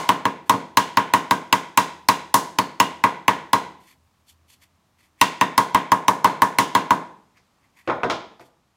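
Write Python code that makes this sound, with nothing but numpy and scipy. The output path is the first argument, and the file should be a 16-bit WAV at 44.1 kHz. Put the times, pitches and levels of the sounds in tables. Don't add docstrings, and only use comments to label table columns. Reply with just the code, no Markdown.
import sys
import numpy as np
from scipy import signal
from scipy.fft import rfft, irfft
from scipy.io import wavfile
from scipy.ndimage import uniform_filter1d

SR = 44100
rng = np.random.default_rng(int(sys.argv[2]) if len(sys.argv) > 2 else 0)


def convert_level_to_amplitude(level_db):
    exponent = np.asarray(level_db, float) / 20
    return 10 ** exponent


def store_pcm(level_fs):
    pcm = np.round(np.clip(level_fs, -1, 1) * 32767).astype(np.int16)
    wavfile.write(sys.argv[1], SR, np.atleast_2d(pcm).T)


N = 386316
LEAD = SR // 5

# freq_hz, density_db_per_hz
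AIR_HISS = [(15, -37), (25, -17), (92, -5.5), (135, -7.5), (288, -10.5), (421, -19), (1120, -14),
            (1470, -20.5), (6700, -29), (15100, -39), (16400, -49.5)]
# start_s, peak_db, edge_knock_db, hard_tick_db (last two re peak)
MALLET_TAPS = [(0.09, -3, -9.5, -27), (0.253, -8, -5.5, -30), (0.495, -2, -10, -24.5),
               (0.538, -15.5, -18.5, -46.5), (0.771, -2.5, -4.5, -20), (0.971, -3.5, -5, -28.5),
               (1.136, -3, -7, -24), (1.309, -5, -8, -24), (1.526, -4, -4, -21.5), (1.774, -2, -5, -19.5),
               (2.086, -2, -5, -20.5), (2.341, -3, -13, -14.5), (2.586, -7, -6.5, -23), (2.8, -3, -6, -22),
               (3.038, -2.5, -7.5, -30.5), (3.28, -3, -6.5, -27.5), (3.531, -3, -8.5, -25),
               (5.213, -2.5, -1.5, -20), (5.411, -4.5, -2, -28.5), (5.578, -2.5, -10.5, -23.5),
               (5.746, -2.5, -5.5, -30), (5.918, -1, -14, -29.5), (6.081, -2, -14.5, -25.5),
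               (6.244, -0.7, -12.5, -29.5), (6.419, -1, -14, -25.5), (6.585, -5.5, -4, -20),
               (6.75, -4, -6.5, -27.5), (6.906, -2.5, -14, -30)]
# peak_db, edge_knock_db, hard_tick_db
EARLIER_BLOW = (1.9, -11, -18.5)
ZONES_HZ = [100, 550, 800, 1250, 2300, 5000, 10500]
# freq_hz, level_db, t60_s, first_swing (1 out, -1 in)
BOX_MODES = [(114, -9, .115, -1), (273, 0, .063, -1), (308, -2, .025, 1), (884, -13, .08, -1),
             (944, -17, .16, -1), (961, -10, .133, -1), (1023, -10, .063, -1), (1072, -6, .065, 1),
             (1139, -17, .083, -1), (1183, -22, .13, 1)]
# freq_hz, level_db, t60_s
BOARD_MODES = [(195, -12.5, 0.25), (421, -13, 0.077), (466, -14.5, 0.22), (521.1, -15.5, 0.19),
               (625.5, -16.5, 0.08), (709.6, -30.5, 0.27), (810, -36, 0.11), (1255, -21.5, 0.18),
               (1467, 0, 0.01), (1679, -10, 0.029), (1790, -22, 0.081), (1930, -10, 0.038),
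               (2392, -23.5, 0.019), (2891, -16.5, 0.042), (3080, -18.5, .03), (3320, -25.5, 0.029),
               (4250, -12, 0.03)]
# freq_hz, t60_s, level_db
SHOP_BANDS = [(79.5, 0.25, -0.5), (167, 0.7, 10), (342, 0.49, 7), (588, 0.56, 2), (1100, 0.47, -10.5),
              (1790, 0.42, -3.5), (3278, 0.52, -3.5), (6480, 0.42, 1), (10600, 0.14, -1), (15650, 0.22, -2)]
# land_s, slide_s, level_db, dull_share_db
BRUSH_STROKES = [(.47, .015, -61, -2), (3.81, 0.059, -63.5, -5), (3.88, 0.042, -57, -2),
                 (4.285, .02, -53.5, -23), (4.496, .045, -56, -11.5), (4.625, 0.0099, -56, -1),
                 (4.99, 0.073, -65, 0), (5.198, .014, -57.5, 4), (7.37, .006, -69, 13.5),
                 (7.635, 0.021, -75, 9), (7.77, 0.038, -61.5, 5.5), (7.86, .012, -71.5, 9),
                 (8.409, 0.0082, -60, 6), (8.455, .012, -62.5, -12)]
# freq_hz, density_db_per_hz
SKIN_HISS = [(1180, -21), (2000, -10.5), (3460, -0.5), (3910, -11.5), (4410, -1.5), (5030, -9.5),
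             (6530, -8), (13900, -11), (16000, -35)]
# start_s, peak_db, thump_db, knock_db, snap_db
SHELF_KNOCKS = [
    (7.37, -64, -15, -4.5, 7),
    (7.874, -25, -6.5, -0.5, -18.5),
    (7.887, -25.5, -40, -1.1, -30),
    (7.897, -15.5, -32, -5, -29.5),
    (8.032, -15, -15, -7, -23),
    (8.098, -19.5, -20.5, 4, -6.5),
    (8.395, -43, -10.5, -14, -12),
]
# freq_hz, level_db, t60_s
SHELF_MODES = [(127, -1.5, 0.25), (214, -12, 0.091), (330.5, -1, 0.28), (399.4, -0.5, 0.16),
               (503, 11.5, 0.031), (710, -6.5, 0.15), (845, -5, 0.034), (934, -4, 0.034),
               (1074, 0.5, 0.023), (1206, 2.5, 0.019), (1414, -5.5, 0.038), (1710, -8.5, 0.032),
               (1880, -24, 0.0067), (2380, -6.5, 0.0069)]
# low_hz, high_hz, attack_db, tail_db
SMEAR_BANDS = [(4570, 7000, -4, -32.5), (7190, 20000, -4.5, -36), (8600, 17000, -2, -18),
               (11900, 13000, -4.5, -23)]


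def level(x, db):
    return x * convert_level_to_amplitude(db) / np.sqrt(np.mean(x ** 2))


def colour(x, points):
    hz, db = np.transpose(points)
    f = np.maximum(np.arange(len(x) // 2 + 1) * SR / len(x), 1)
    gain_db = np.interp(np.log(f), np.log(hz), db)
    return irfft(rfft(x) * convert_level_to_amplitude(gain_db), len(x))


def fade(t, t60_s):
    return np.exp(-np.log(1000) * t / t60_s)


def walk(rate_hz):
    k = int(SR / rate_hz)
    steps = np.repeat(rng.standard_normal(N // k + 1), k)
    return 1.6 * uniform_filter1d(uniform_filter1d(steps, k), k)[:N]


def air():
    fading_db = -64 - 3.5 * np.maximum(np.arange(N) / SR - 3.5, 0)
    drone_hz_db = [(40, -28), (70, -24.5), (82, 1.5), (96, -18.5), (200, -47.5)]
    drone = level(colour(rng.standard_normal(N), drone_hz_db), 0.1)
    hiss_hz_db = [(max(hz, 25), db) for hz, db in AIR_HISS]
    hiss = level(colour(rng.standard_normal(N), hiss_hz_db), -60.5)
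    return drone * convert_level_to_amplitude(fading_db + 1.0 * walk(4.3)) + hiss * convert_level_to_amplitude(-4.5 + 0.66 * walk(1.7))


def blows(events, modes, ring_db, crack_db, crack_s, swell_s, scatter_db, detune, click_db, wobble):
    rise_s, contact_s, bench_echo_s, bench_echo_db = .0012, .0001, .0053, -10
    out = np.zeros((4, N + LEAD + SR))
    t = np.arange(SR // 5) / SR
    t_crack = t[:2048]
    hz, db, t60_s, swing = np.transpose(modes)[:, :, None]
    t60_s = np.minimum(t60_s, np.minimum(.2, 100 / hz + .05 * (hz < 1300)))
    fickle = np.clip(hz / 1000 - 1.2, wobble, 1)
    luck = rng.standard_normal((len(events), 2, len(modes), 1)) * fickle
    grit = rng.standard_normal((len(events), 2048))
    aim = rng.standard_normal((len(events), 3, 1)) * [[0], [.35], [.35]] + [[1], [0], [0]]
    grow = 1 - np.exp(-t * hz / 1000 / swell_s)
    crack_shape = np.exp(-t_crack / crack_s) * (1 - np.exp(-t_crack / contact_s))
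    for event, (size, pitch), noise, way in zip(events, luck, grit, aim):
        start_s, peak_db, thump_db, knock_db, snap_db, tick_db = event
        zones_db = [thump_db, thump_db, 0, 0, knock_db, snap_db, tick_db]
        zone_db = np.interp(np.log(hz), np.log(ZONES_HZ), zones_db)
        gain = swing * convert_level_to_amplitude(db + scatter_db * size + zone_db)
        swings = np.sin(2 * np.pi * hz * (1 + detune * pitch) * t)
        near = convert_level_to_amplitude(ring_db) * np.sum(gain * grow * fade(t, t60_s) * swings, axis=0)
        far = near * fade(t, 0.034)
        treble = [(1200, -19.0)] + list(zip(ZONES_HZ[4:], zones_db[4:])) + [(16000, tick_db - 4)]
        far[:2048] += convert_level_to_amplitude(click_db) * colour(signal.unit_impulse(2048, 32), treble)
        crack = convert_level_to_amplitude(crack_db) * colour(noise, treble) * crack_shape
        bench_echo = np.roll(crack, int(bench_echo_s * SR)) * (t_crack > bench_echo_s)
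        near[:2048] += crack + convert_level_to_amplitude(bench_echo_db) * bench_echo
        at = int((start_s + rise_s) * SR) + LEAD
        out[:, at:at + len(t)] += convert_level_to_amplitude(peak_db) * np.vstack([near, way * far])
    return out[:, :N + LEAD]


def mallet_taps():
    modes = list(BOX_MODES) + [(*mode, 1) for mode in BOARD_MODES]
    events = []
    for start_s, peak_db, edge_db, hard_db in [(-.075, *EARLIER_BLOW)] + list(MALLET_TAPS):
        thump_db = -15.5 - .9 * peak_db
        snap_db = 6.5 + 0.43 * edge_db + 0.83 * hard_db
        events.append((start_s, peak_db, thump_db, edge_db, snap_db, hard_db))
    return blows(events, modes, ring_db=5.0, crack_db=18.5, crack_s=0.0014, swell_s=.0009,
                 scatter_db=5, detune=0.032, click_db=26.5, wobble=.05)


def shop(x):
    t = np.arange(int(.7 * SR)) / SR
    noise, echo = rng.standard_normal(len(t)), 0
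    centres_hz = [hz for hz, _, _ in SHOP_BANDS]
    for hz, t60_s, db in SHOP_BANDS:
        band = colour(noise, [(c, -14 * np.log2(c / hz) ** 2) for c in centres_hz])
        build = np.clip((t - .004) / (0.0042 + 0.0047 * (hz < 1500)), 0, 1)
        far_walls, near_shelves = fade(t, t60_s), 1.5 * fade(t, 0.21 * t60_s)
        echo = echo + convert_level_to_amplitude(db) * band * (far_walls + near_shelves) * build
    return signal.fftconvolve(x, echo / np.sqrt(np.sum(echo ** 2)))[:len(x)]


def brushes():
    land_db_per_s, lift_db_per_s = 901, 504
    t, bright, dull = np.arange(N) / SR, 0, 0
    for land_s, slide_s, db, dull_db in BRUSH_STROKES:
        landing_db = land_db_per_s * np.maximum(land_s - t, 0)
        lifting_db = lift_db_per_s * np.maximum(t - land_s - slide_s, 0)
        touch = convert_level_to_amplitude(db - landing_db - lifting_db)
        bright = bright + touch
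        dull = dull + touch * convert_level_to_amplitude(dull_db)
    grain = convert_level_to_amplitude(1.5 * walk(300))
    hiss = level(colour(rng.standard_normal(N) * grain, SKIN_HISS), 0.1)
    rub_hz_db = [(500, -40.0), (1000, 1.0), (1400, -10.5), (2000, 5.0), (2600, -0.5), (3500, -34.0)]
    rub = level(colour(rng.standard_normal(N) * grain, rub_hz_db), 0.1)
    return bright * hiss + dull * rub


def mallet_laid_down():
    events = [(*row, -26.5 + row[-1]) for row in SHELF_KNOCKS]
    modes = [(*mode, 1) for mode in SHELF_MODES]
    return blows(events, modes, ring_db=7.5, crack_db=11, crack_s=0.0045, swell_s=0.0012,
                 scatter_db=3.0, detune=0.049, click_db=26.5, wobble=.6)


def scene():
    taps, knocks = mallet_taps(), mallet_laid_down()
    echo = sum(shop(way) for way in convert_level_to_amplitude(-3) * taps[1:] + convert_level_to_amplitude(5) * knocks[1:])
    struck = (taps[0] + knocks[0] + echo)[LEAD:]
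    return np.tile(struck + brushes() + air(), (2, 1))


def low_pass(x):
    return signal.sosfilt(signal.butter(12, 16570, fs=SR, output="sos"), x)


def record(dry):
    mid = 0.93 * np.tanh(dry[0] / 1.037)
    mid = signal.sosfilt(signal.ellip(8, .2, 60, 15800, fs=SR, output="sos"), mid)
    mid = signal.sosfilt(signal.butter(1, 28, "highpass", fs=SR, output="sos"), mid)
    smear = 0
    for low_hz, high_hz, attack_db, tail_db in SMEAR_BANDS:
        band = signal.butter(6, [low_hz, high_hz], "bandpass", fs=SR, output="sos")
        power = signal.sosfiltfilt(band, mid) ** 2
        now = np.abs(uniform_filter1d(power, int(.005 * SR)))
        around = uniform_filter1d(power, SR // 20) + 1e-12
        sudden = np.clip(now / around / 3 - .7, 0, 1)
        noise = signal.sosfilt(band, rng.standard_normal((2, N)))
        noise = noise * np.sqrt(SR / 2 / (high_hz - low_hz))
        smear = smear + noise * np.sqrt(now) * (convert_level_to_amplitude(attack_db) * sudden + convert_level_to_amplitude(tail_db))
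    return low_pass(mid + smear)


dry = scene()
out = record(dry)
store_pcm(out)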